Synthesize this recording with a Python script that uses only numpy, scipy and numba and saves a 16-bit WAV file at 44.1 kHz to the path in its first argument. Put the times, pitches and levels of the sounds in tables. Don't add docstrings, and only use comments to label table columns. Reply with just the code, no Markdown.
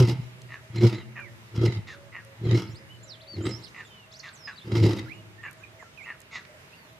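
import sys
import numpy as np
from scipy import signal
from scipy.io import wavfile
from scipy.ndimage import uniform_filter1d
from numba import njit

SR = 44100
rng = np.random.default_rng(int(sys.argv[2]) if len(sys.argv) > 2 else 0)


def store_wav(level_fs):
    pcm = np.round(np.clip(np.atleast_2d(level_fs), -1, 1) * 32767)
    wavfile.write(sys.argv[1], SR, pcm.T.astype(np.int16))


N = 308259
LEFT_RIGHT = np.array([[1], [-1]])


def from_db(db):
    return 10 ** (np.asarray(db) / 20)


def rms_one(x):
    return x / np.sqrt(np.mean(x ** 2) + 1e-20)


def in_time(tables):
    t_s, *columns = np.transpose(np.concatenate(tables))
    t = np.arange(N) / SR
    is_open = sum((t >= rows[0][0]) & (t < rows[-1][0]) for rows in tables)
    gate = uniform_filter1d(is_open * 1., size=300, mode="nearest")
    return [gate] + [np.interp(t, t_s, column) for column in columns]


def at_hz(points, hz):
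    table_hz, values = np.array(points).T
    return np.interp(np.log(hz), np.log(table_hz), values)


def drift(rate):
    step = 40
    r = np.exp(-2 * np.pi * step * rate / SR)
    settle = 2000
    noise = rng.standard_normal(N // step + settle + 2)
    slow = rms_one(signal.lfilter([1], [1, -2 * r, r * r], noise)[settle:])
    return np.interp(np.arange(N) / step, np.arange(len(slow)), slow)


@njit
def resonate(x, hz, width, rate):
    out = np.zeros(len(x))
    r = np.exp(-np.pi * width / rate)
    for i in range(2, len(x)):
        drive = (1 - r * r) / 2 * (x[i] - x[i - 2])
        turn = 2 * r * np.cos(2 * np.pi * hz[i] / rate)
        out[i] = drive + turn * out[i - 1] - r * r * out[i - 2]
    return out


def modes(x, table, bend=1):
    return sum((-1) ** k * from_db(db) * resonate(x, hz * bend * np.ones(N), width * 1., SR)
               for k, (hz, width, db) in enumerate(table))


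def evened(x, span_s):
    power = uniform_filter1d(x ** 2, size=int(span_s * SR))
    return x / np.sqrt(power + 1e-12)


def pulses(cycles, spread_db):
    starts = np.diff(np.floor(cycles), prepend=0) > 0
    return starts * from_db(spread_db * rng.standard_normal(N)) + 1e-18


def pan(x, lean_db):
    return x * from_db(lean_db / 2 * LEFT_RIGHT)


def trees(x, t60_s, rise_s, cut_hz):
    t = np.arange(int(t60_s * SR)) / SR
    common, own = rng.standard_normal((2, 2 * SR))[:, :len(t)]
    shape = rms_one(from_db(-60 * t / t60_s) * np.clip(t / rise_s, 0, 1))
    scatter = shape * (common + .5 * own * LEFT_RIGHT)
    response = signal.lfilter(*signal.butter(1, cut_hz, fs=SR), scatter)
    return signal.fftconvolve(x[None], response / np.sqrt(len(t)), axes=1)[:, :N]


def mouth_noise(puffs, jaw):
    # f/Hz, width/Hz, level/dB
    mouth = [(677, 140, -9), (909, 74, -1), (1280, 160, -2), (2077, 138, 2), (2806, 220, -6),
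             (3230, 71, -1.5), (3975, 155, -1.5), (5050, 680, -7.5), (6210, 87, -21), (7020, 140, -14.5),
             (12850, 1000, -29.5)]
    total = 0
    for k in range(3):
        flicker = from_db(4.97 * drift(9.8))
        total = total + flicker * modes(puffs * rng.standard_normal(N), mouth[k::3], jaw)
    return rms_one(total)


def lion():
    # t/s, chest level/dB, pitch f/Hz, throat ring level/dB, throat f/Hz, breath level/dB
    grunts = [
        [(0.0, -7, 131.1, -5, 370, -19), (0.016, -13, 128, -21, 363, -31),
         (0.038, -12.5, 117.2, -25.5, 363, -35.5), (0.074, -30, 113.8, -37.5, 338, -43.5),
         (0.096, -25, 124, -27.5, 325, -37.5), (0.134, -29, 127.6, -38, 336, -41),
         (0.158, -30, 127.3, -65, 354, -62), (0.25, -44.5, 121, -67, 348, -65)],
        [(0.7, -47, 114.2, -71, 313.6, -76), (0.762, -26, 116.3, -36.5, 335.4, -43.5),
         (0.804, -25, 117.1, -37.5, 355, -44), (0.824, -19, 117, -19.5, 354, -36),
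         (0.848, -9.5, 117.9, -17, 380, -29), (0.872, -14, 115.5, -26, 353.7, -38.5),
         (0.908, -31.5, 115, -44, 345, -45.5), (0.93, -40, 113.4, -32.5, 320, -41.5),
         (0.972, -33.5, 109, -40, 332, -53), (1.05, -72, 111.9, -67, 336, -66)],
        [(1.5, -59, 111.5, -79, 333.5, -74), (1.536, -41, 112, -51, 335.9, -64),
         (1.554, -29.5, 111.5, -45, 350, -50), (1.61, -24.5, 111, -34, 349, -43),
         (1.636, -17.5, 111.7, -21, 336, -34), (1.66, -14.5, 112.5, -25.5, 345.6, -35.5),
         (1.702, -34.5, 111.5, -36, 360, -49.5), (1.756, -35, 111.2, -51, 343, -48.5),
         (1.774, -31, 110.5, -49, 337, -51), (1.85, -54, 111.4, -66, 334, -92)],
        [(2.37, -57.5, 114.7, -73, 326, -68), (2.404, -42, 115.8, -55, 351.8, -70.5),
         (2.456, -28, 114.4, -31.5, 357, -44), (2.486, -19.5, 115.1, -33, 356, -42),
         (2.522, -20.5, 110.6, -32, 360, -38), (2.558, -19.5, 110.1, -21.5, 332.5, -36.5),
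         (2.582, -25, 107.8, -34, 322, -39), (2.632, -50, 109, -39.5, 337, -53),
         (2.668, -39, 110, -46.5, 310, -55), (2.75, -44, 110, -59, 331, -65)],
        [(3.32, -47, 114.8, -63, 336, -67), (3.344, -44, 109.5, -47, 338, -70),
         (3.37, -29, 104.5, -46, 347, -53.5), (3.392, -28, 104.6, -33, 344, -52),
         (3.432, -43, 104.5, -38, 328, -59), (3.46, -24, 104.5, -26.5, 338, -38),
         (3.526, -38, 122, -43, 340, -54.5), (3.57, -46, 111.5, -53, 320, -56),
         (3.602, -42.5, 114.1, -51, 345, -56), (3.65, -64, 119.4, -68, 345, -64)],
        [(4.62, -81, 116, -97, 319, -57), (4.648, -40, 116, -52, 348, -58),
         (4.712, -32, 103.7, -34.5, 347.5, -45.5), (4.74, -28.5, 104.6, -29.5, 331.4, -43),
         (4.77, -17.5, 111.8, -24, 339.2, -36.5), (4.802, -17.5, 112.6, -32.5, 334, -46),
         (4.848, -19.5, 112, -19.5, 334.8, -35), (4.986, -36.5, 112.2, -37.5, 331, -46),
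         (5.052, -41, 117, -45, 319.5, -58.5), (5.1, -52, 119.4, -52, 320, -50)],
    ]
    roughness = [.1, .12, .35, .55, .9, .65]
    # f/Hz, width/Hz, level/dB
    throat_fill = [(190, 22.3, 7), (256, 97, -4.5), (445.5, 110, -8), (507, 19.5, -5)]
    # t/s, approximate peak level/dB
    rasps = [(0.0923, -22), (0.7546, -32), (0.829, -45), (0.8667, -10), (0.938, -41), (0.9524, -39),
             (1.5535, -39), (1.6123, -35), (1.652, -16), (1.76, -34), (2.492, -28), (2.5115, -26),
             (2.5514, -38), (2.5746, -30), (2.6194, -37), (3.4544, -19.5), (3.4891, -42), (4.7158, -40),
             (4.7535, -18.5), (4.769, -16.5), (4.7844, -42.5), (4.8322, -19), (4.8528, -27), (4.8868, -21),
             (4.9083, -12), (4.9325, -29.5), (4.9863, -19)]

    gate, chest_db, pitch_hz, ring_db, throat_hz, breath_db = in_time(grunts)
    starts_s = [rows[0][0] for rows in grunts]
    grunt = np.searchsorted(starts_s, np.arange(N) / SR, side="right") - 1
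    slackness = np.clip(-17 - chest_db, 0, 99) / 14
    rough = np.clip(np.array(roughness)[grunt] + slackness, 0, 1)

    cycles = np.cumsum(pitch_hz * (1 + .05 * rough * drift(30))) / SR
    chest_gain = from_db(chest_db + 5.0 * rough * drift(46.0))
    chest = np.sqrt(2) * np.sin(2 * np.pi * cycles) * chest_gain
    chest = signal.sosfilt(signal.butter(2, 85, "high", fs=SR, output="sos"), chest)

    flap_hz = 45
    flap_cycles = np.cumsum(flap_hz * from_db(4 * drift(30.64))) / SR
    flaps = pulses(flap_cycles, 3.0) * np.sqrt(SR / flap_hz)
    steady = pulses(cycles, 4.2) * np.sqrt(SR / pitch_hz)
    chaotic = .8 * flaps + .7 * rng.standard_normal(N)
    folds = (1 - rough) * steady + rough * chaotic

    ring = resonate(folds, throat_hz, 60.6, SR)
    ring = evened(resonate(ring, throat_hz, 99.0, SR), 0.03)
    band = signal.butter(2, [150, 600], "band", fs=SR, output="sos")
    fill = signal.sosfilt(band, modes(folds, throat_fill, 1 + 0.062 * drift(12.6)))
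    throat = from_db(ring_db) * (ring + from_db(-4.5) * evened(fill, 0.24))
    voice = gate * (chest + throat)
    chest_side = .02 * chest + .05 * np.roll(chest, shift=95)
    throat_side = -.08 * throat + .08 * np.roll(throat, shift=30)
    voice_side = gate * (chest_side + throat_side)

    puff_decay = np.exp(-1 / (.006 * SR))
    puffs = .5 + .35 * rms_one(signal.lfilter([1], [1, -puff_decay], flaps))
    jaw = 1 + .03 * drift(6)
    mid = mouth_noise(puffs, jaw)
    side = mouth_noise(puffs, jaw)
    breath = gate * from_db(breath_db) * (.88 * mid + .45 * side * LEFT_RIGHT)

    kicks = np.zeros(N)
    kicks[[int(s * SR) for s, _ in rasps]] = from_db(np.array(rasps)[:, 1])
    gust_decay = np.exp(-1 / (0.013 * SR))
    gusts = signal.lfilter([1], [1, -gust_decay], kicks + 1e-18)
    breath = breath + gusts * (0.11 * mid + .05 * side * LEFT_RIGHT)

    voice_echo = from_db(-20) * trees(voice, t60_s=1.9, rise_s=.08, cut_hz=260)
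    breath_echo = from_db(-4.5) * trees(breath[0], t60_s=0.39, rise_s=.02, cut_hz=1600)
    return voice + voice_side * LEFT_RIGHT + pan(breath, -1.4) + voice_echo + breath_echo


def air():
    # f/Hz, relative level/dB per Hz
    spectrum = [(24, -44), (40, -7), (123, 5), (260, -6.5), (522, -5), (577, -6.5), (621, -12), (722, -7),
                (973, -7), (1380, -8), (2010, -5.5), (3220, -12.5), (12100, -27.5), (14000, -26.5),
                (15500, -51)]
    # f/Hz, correlation
    likeness = [(60, 0.79), (130, 0.97), (500, 0.38), (1400, -0.18), (3100, -0.34), (15000, 0.063)]
    level_db = -52.5
    out = 0
    together = drift(1.5)
    edges_hz = 35 * 2 ** np.arange(0, 9, .4)
    white = rng.standard_normal((2, 2, N))
    for k, (low, high) in enumerate(zip(edges_hz, edges_hz[1:])):
        band = signal.butter(2, [low, high], "band", fs=SR, output="sos")
        mid, side = signal.sosfilt(band, white[k % 2])
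        centre_hz = np.sqrt(low * high)
        alike = np.clip(at_hz(likeness, centre_hz), -1, 1)
        gain = from_db(at_hz(spectrum, centre_hz) + .7 * together + 1.2 * drift(4))
        out = out + gain * (np.sqrt(1 + alike) * mid + np.sqrt(1 - alike) * side * LEFT_RIGHT)
    return pan(from_db(level_db) * rms_one(out), -1.6)


def far_doves():
    hum = modes(rng.standard_normal(N), [(644, 15, 0)])
    hum = modes(hum, [(610, 51, 0)])
    return pan(rms_one(hum) * from_db(-68 + 4.7 * drift(4)), -0.82)


def ticks():
    # t/s, peak level/dB, ring f/Hz, left minus right level/dB
    snaps = [(.418, -38.5, 4842, 1), (1.202, -49, 10160, -1), (2.249, -51, 7900, -27),
             (5.511, -43, 9530, -13), (5.53, -45, 9370, 3), (5.826, -36.5, 682, -1),
             (6.204, -41.5, 8500, -12), (6.217, -40.5, 6370, -7), (6.451, -40, 2170, -9),
             (6.93, -53, 9200, 3)]
    length = 800
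    out = np.zeros((2, N))
    t = np.arange(length) / SR
    for (start_s, peak_db, hz, lean_db), noise in zip(snaps, rng.standard_normal((len(snaps), length))):
        edges_hz = [hz * .7, min(hz * 1.45, .45 * SR)]
        burst = noise * np.exp(-t / (0.0012 + 2.5 / hz))
        snap = signal.sosfilt(signal.butter(2, edges_hz, "band", fs=SR, output="sos"), burst)
        at = int(start_s * SR)
        out[:, at:at + length] += pan(from_db(peak_db) * snap / np.abs(snap).max(), lean_db)
    return out


def squawker():
    # start t/s, mid t/s, end t/s, onset level/dB, mid level/dB,
    # main resonance f/Hz at the start, share it sags linearly, hiss level/dB over the call
    squawks = [(.488, .542, .61, -53, -39.5, 1930, .12, -18), (1.157, 1.19, 1.25, -44, -38, 1900, .3, -30),
               (1.872, 1.94, 1.99, -43, -46, 2000, .3, -8),
               (2.118, 2.163, 2.24, -53, -37.5, 2020, .14, -28),
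               (3.745, 3.81, 3.86, -48, -41, 2000, .12, -18), (4.232, 4.28, 4.34, -45, -43, 2020, .32, -10),
               (4.474, 4.484, 4.55, -40, -35, 1750, .22, -18),
               (5.432, 5.465, 5.53, -42, -37, 1800, .12, -30),
               (6.057, 6.103, 6.16, -46, -36, 1950, .1, -28),
               (6.312, 6.362, 6.425, -51, -35, 2120, .13, -8)]
    end_db = -26
    calls = []
    for s0, s1, s2, onset_db, db, hz, sag, hiss in squawks:
        mid_hz = hz * (1 - sag * (s1 - s0) / (s2 - s0))
        calls.append([(s0, onset_db, hz, hiss), (s1, db, mid_hz, hiss),
                      (s2, db + end_db, hz * (1 - sag), hiss)])
    gate, level_db, centre_hz, hiss_db = in_time(calls)
    ends_s = np.array([(rows[0][0], rows[-1][0]) for rows in calls])
    progress = np.interp(np.arange(N) / SR, ends_s.ravel(), np.tile([0, 1], len(ends_s)))
    centre_hz = centre_hz * (1 - .33 * progress ** 3.5)

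    cycles = np.cumsum(200 * (1 + .18 * drift(60))) / SR
    clicks = pulses(cycles, 3) + .025 * rng.standard_normal(N)
    main = resonate(resonate(clicks, centre_hz, 150., SR), centre_hz, 700., SR)
    body = main + modes(clicks, [(1200, 450, -12), (2780, 200, -13)])
    body = signal.sosfilt(signal.butter(5, 3300, fs=SR, output="sos"), body)
    hiss_source = clicks + 0.52 * rng.standard_normal(N)
    hiss = modes(hiss_source, [(3680, 510, 7.5), (5719, 1835, -3.0), (6500, 640, 1.0)])
    hiss = signal.sosfilt(signal.butter(4, [3000, 8000], "band", fs=SR, output="sos"), hiss)
    mix = evened(body, 0.028) + from_db(hiss_db) * evened(hiss, 0.0074)
    call = gate * from_db(level_db) * mix
    return pan(call, -1.5) + from_db(-10) * trees(call, t60_s=.3, rise_s=.008, cut_hz=4000)


def bird_notes():
    # start t/s, length t/s, pitch f/Hz, peak level/dB
    coos = [(1.161, 0.19, 573, -60.5), (1.927, 0.16, 564, -58), (2.247, 0.11, 544, -58.5),
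            (2.785, 0.11, 543, -60.5), (3.052, 0.074, 539, -61), (3.22, 0.19, 559, -63),
            (6.492, 0.057, 603, -51.5)]
    # start t/s, level/dB
    peeps = [(2.699, -67), (2.932, -79), (3.775, -73), (3.849, -65.5), (5.135, -75), (5.43, -70),
             (5.575, -74), (5.8, -70.5), (6.019, -68.5)]
    # start t/s, bend t/s, end t/s,
    # start f/Hz, bend f/Hz, end f/Hz, peak level/dB, left minus right level/dB
    whistles = [ (1.005, 1.033, 1.05, 2940, 2790, 2770, -58, -9.5),
                (1.165, 1.239, 1.29, 2533, 2325, 1760, -50.5, -20),
                (2.67, 2.675, 2.685, 3660, 5100, 5330, -56, -11),
                (2.683, 2.687, 2.697, 3950, 4300, 5100, -55, -3),
                (2.69, 2.705, 2.74, 3880, 5160, 6210, -59.5, -1),
                (2.745, 2.754, 2.77, 6980, 8100, 9600, -66, -18),
                (2.746, 2.765, 2.79, 3400, 4800, 5270, -52.5, -6),
                (2.89, 2.926, 2.97, 2860, 3030, 2926, -52.5, -1),
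                (2.997, 3.115, 3.12, 4260, 3800, 3540, -64.5, 4),
                (3.199, 3.217, 3.22, 2500, 4110, 4780, -53, 6),
                (3.214, 3.221, 3.225, 3140, 4270, 4630, -56.5, 4),
                (3.225, 3.235, 3.245, 5060, 3800, 3150, -59, -13.5),
                (3.421, 3.466, 3.475, 6830, 8140, 8650, -49.5, -8),
                (3.623, 3.64, 3.68, 3830, 5400, 3730, -48.5, -4),
                (3.631, 3.643, 3.68, 3460, 4570, 2760, -60, -31),
                (3.604, 3.65, 3.66, 6150, 9550, 6460, -69.5, -24),
                (3.679, 3.68, 3.7, 5330, 5760, 7060, -60.5, -12),
                (3.873, 3.879, 3.96, 3860, 3780, 3330, -64, -2),
                (4.112, 4.123, 4.145, 3460, 5070, 6270, -53.5, 6),
                (4.118, 4.132, 4.145, 6140, 6800, 8150, -62.5, -12),
                (4.126, 4.166, 4.18, 3330, 5320, 6580, -49.5, -6),
                (4.191, 4.202, 4.212, 7660, 3910, 6270, -45.5, -10),
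                (4.286, 4.293, 4.293, 3020, 4700, 5400, -47, -12),
                (4.363, 4.37, 4.385, 3140, 4000, 4620, -61, -7),
                (4.52, 4.53, 4.56, 4270, 3840, 3800, -59, -3),
                (4.559, 4.572, 4.575, 4470, 4630, 4700, -52, -1),
                (4.574, 4.582, 4.6, 3420, 4200, 3320, -46.5, 5),
                (4.606, 4.624, 4.635, 3100, 3660, 3596, -50.5, -4),
                (5.379, 5.414, 5.42, 1776, 1867, 1860, -53, -18),
                (5.462, 5.483, 5.497, 2040, 2330, 2330, -48.5, -18),
                (5.449, 5.47, 5.49, 2880, 2770, 2740, -69, -14),
                (5.606, 5.629, 5.634, 1463, 1665, 2510, -57, -15),
                (5.635, 5.637, 5.654, 2480, 2510, 2353, -49, -18),
                (5.793, 5.809, 5.84, 2227, 1963, 1495, -52.5, -14),
                (5.839, 5.872, 5.9, 1413, 1328, 1400, -59.5, -8),
                (5.93, 5.969, 5.97, 3190, 3046, 3020, -65.5, -9),
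                (6.866, 6.89, 6.92, 3550, 3590, 3250, -70, -5),
                (6.721, 6.742, 6.76, 2410, 2810, 2777, -56.5, -7),
                (6.734, 6.8, 6.96, 4720, 4580, 3640, -71, -13), ]
    # left minus right level/dB, then rows of t/s, pitch f/Hz, level/dB
    warbles = [ (-10, [(3.03, 6690, -57), (3.045, 7470, -52), (3.06, 6470, -73), (3.09, 5700, -55.5),
               (3.11, 4460, -44.5), (3.13, 3820, -52), (3.16, 3030, -59.5)]), (6, [(3.265, 3420, -63),
               (3.28, 4580, -52), (3.315, 4635, -49.5), (3.345, 4380, -45.5), (3.365, 4140, -53)]),
               (-15, [(3.49, 8500, -49), (3.5, 6030, -62), (3.515, 5140, -50), (3.54, 5220, -46.5),
               (3.58, 5700, -58)]), (-2, [(3.85, 3590, -55), (3.89, 3220, -69), (3.91, 3120, -56.5),
               (3.98, 2974, -56), (4.06, 2690, -62)]), (-10, [(4.333, 8440, -57), (4.36, 6250, -57),
               (4.38, 5800, -64.5), (4.43, 5240, -56.5), (4.46, 5050, -42.5), (4.49, 4770, -64)]),
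               (-17.5, [(5.06, 1465, -57), (5.075, 1355, -57), (5.1, 2135, -54.5), (5.12, 2380, -46),
               (5.14, 2860, -59.5), (5.21, 2900, -68)]), (-18.5, [(5.975, 2596, -52.5), (6.02, 2104, -50.5),
               (6.06, 2860, -56.5), (6.085, 2560, -60), (6.105, 2800, -67)]), ]
    coo_edge_db, whistle_onset_db, whistle_end_db = -4, -6.5, -9
    peep_s, peep_top_hz, peep_end_hz, peep_lean_db = 0.037, 7700, 6540, -8

    notes = []
    for s, length_s, hz, db in coos:
        edge_db = db + coo_edge_db
        notes.append((0, [(s, hz, edge_db), (s + length_s / 2, hz, db), (s + length_s, hz, edge_db)]))
    for s, db in peeps:
        notes.append((peep_lean_db, [(s, peep_top_hz, db), (s + peep_s, peep_end_hz, db)]))
    for s0, s1, s2, hz0, hz1, hz2, db, lean_db in whistles:
        notes.append((lean_db, [(s0, hz0, db + whistle_onset_db), (s1, hz1, db),
                                (s2, hz2, db + whistle_end_db)]))
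    return notes + warbles


def songbirds():
    out = np.zeros((2, N))
    waver = drift(120)
    fade_s = 0.00043
    for lean_db, rows in bird_notes():
        t_s, hz, level_db = np.transpose(rows)
        at = np.arange(int(t_s[0] * SR), min(int(t_s[-1] * SR), N))
        glide_hz = uniform_filter1d(np.interp(at / SR, t_s, hz), size=200, mode="nearest")
        fade = np.clip(np.minimum(at - at[0], at[-1] - at) / (fade_s * SR), 0, 1)
        tone = np.sqrt(2) * np.sin(2 * np.pi * np.cumsum(glide_hz) / SR) * fade
        gain = from_db(np.interp(at / SR, t_s, level_db) + 2.28 * waver[at])
        out[:, at] += pan(tone * gain, lean_db)
    return out + from_db(-7.5) * trees(out.mean(axis=0), t60_s=0.2, rise_s=0.0033, cut_hz=18000)


def scene():
    return lion() + air() + far_doves() + ticks() + squawker() + songbirds()


def record(dry):
    thinned = signal.sosfilt(signal.butter(2, 55, "high", fs=SR, output="sos"), dry)
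    cutoff_hz = 15750
    return signal.sosfilt(signal.cheby2(12, 70, cutoff_hz, fs=SR, output="sos"), thinned)


dry = scene()
out = record(dry)
store_wav(out)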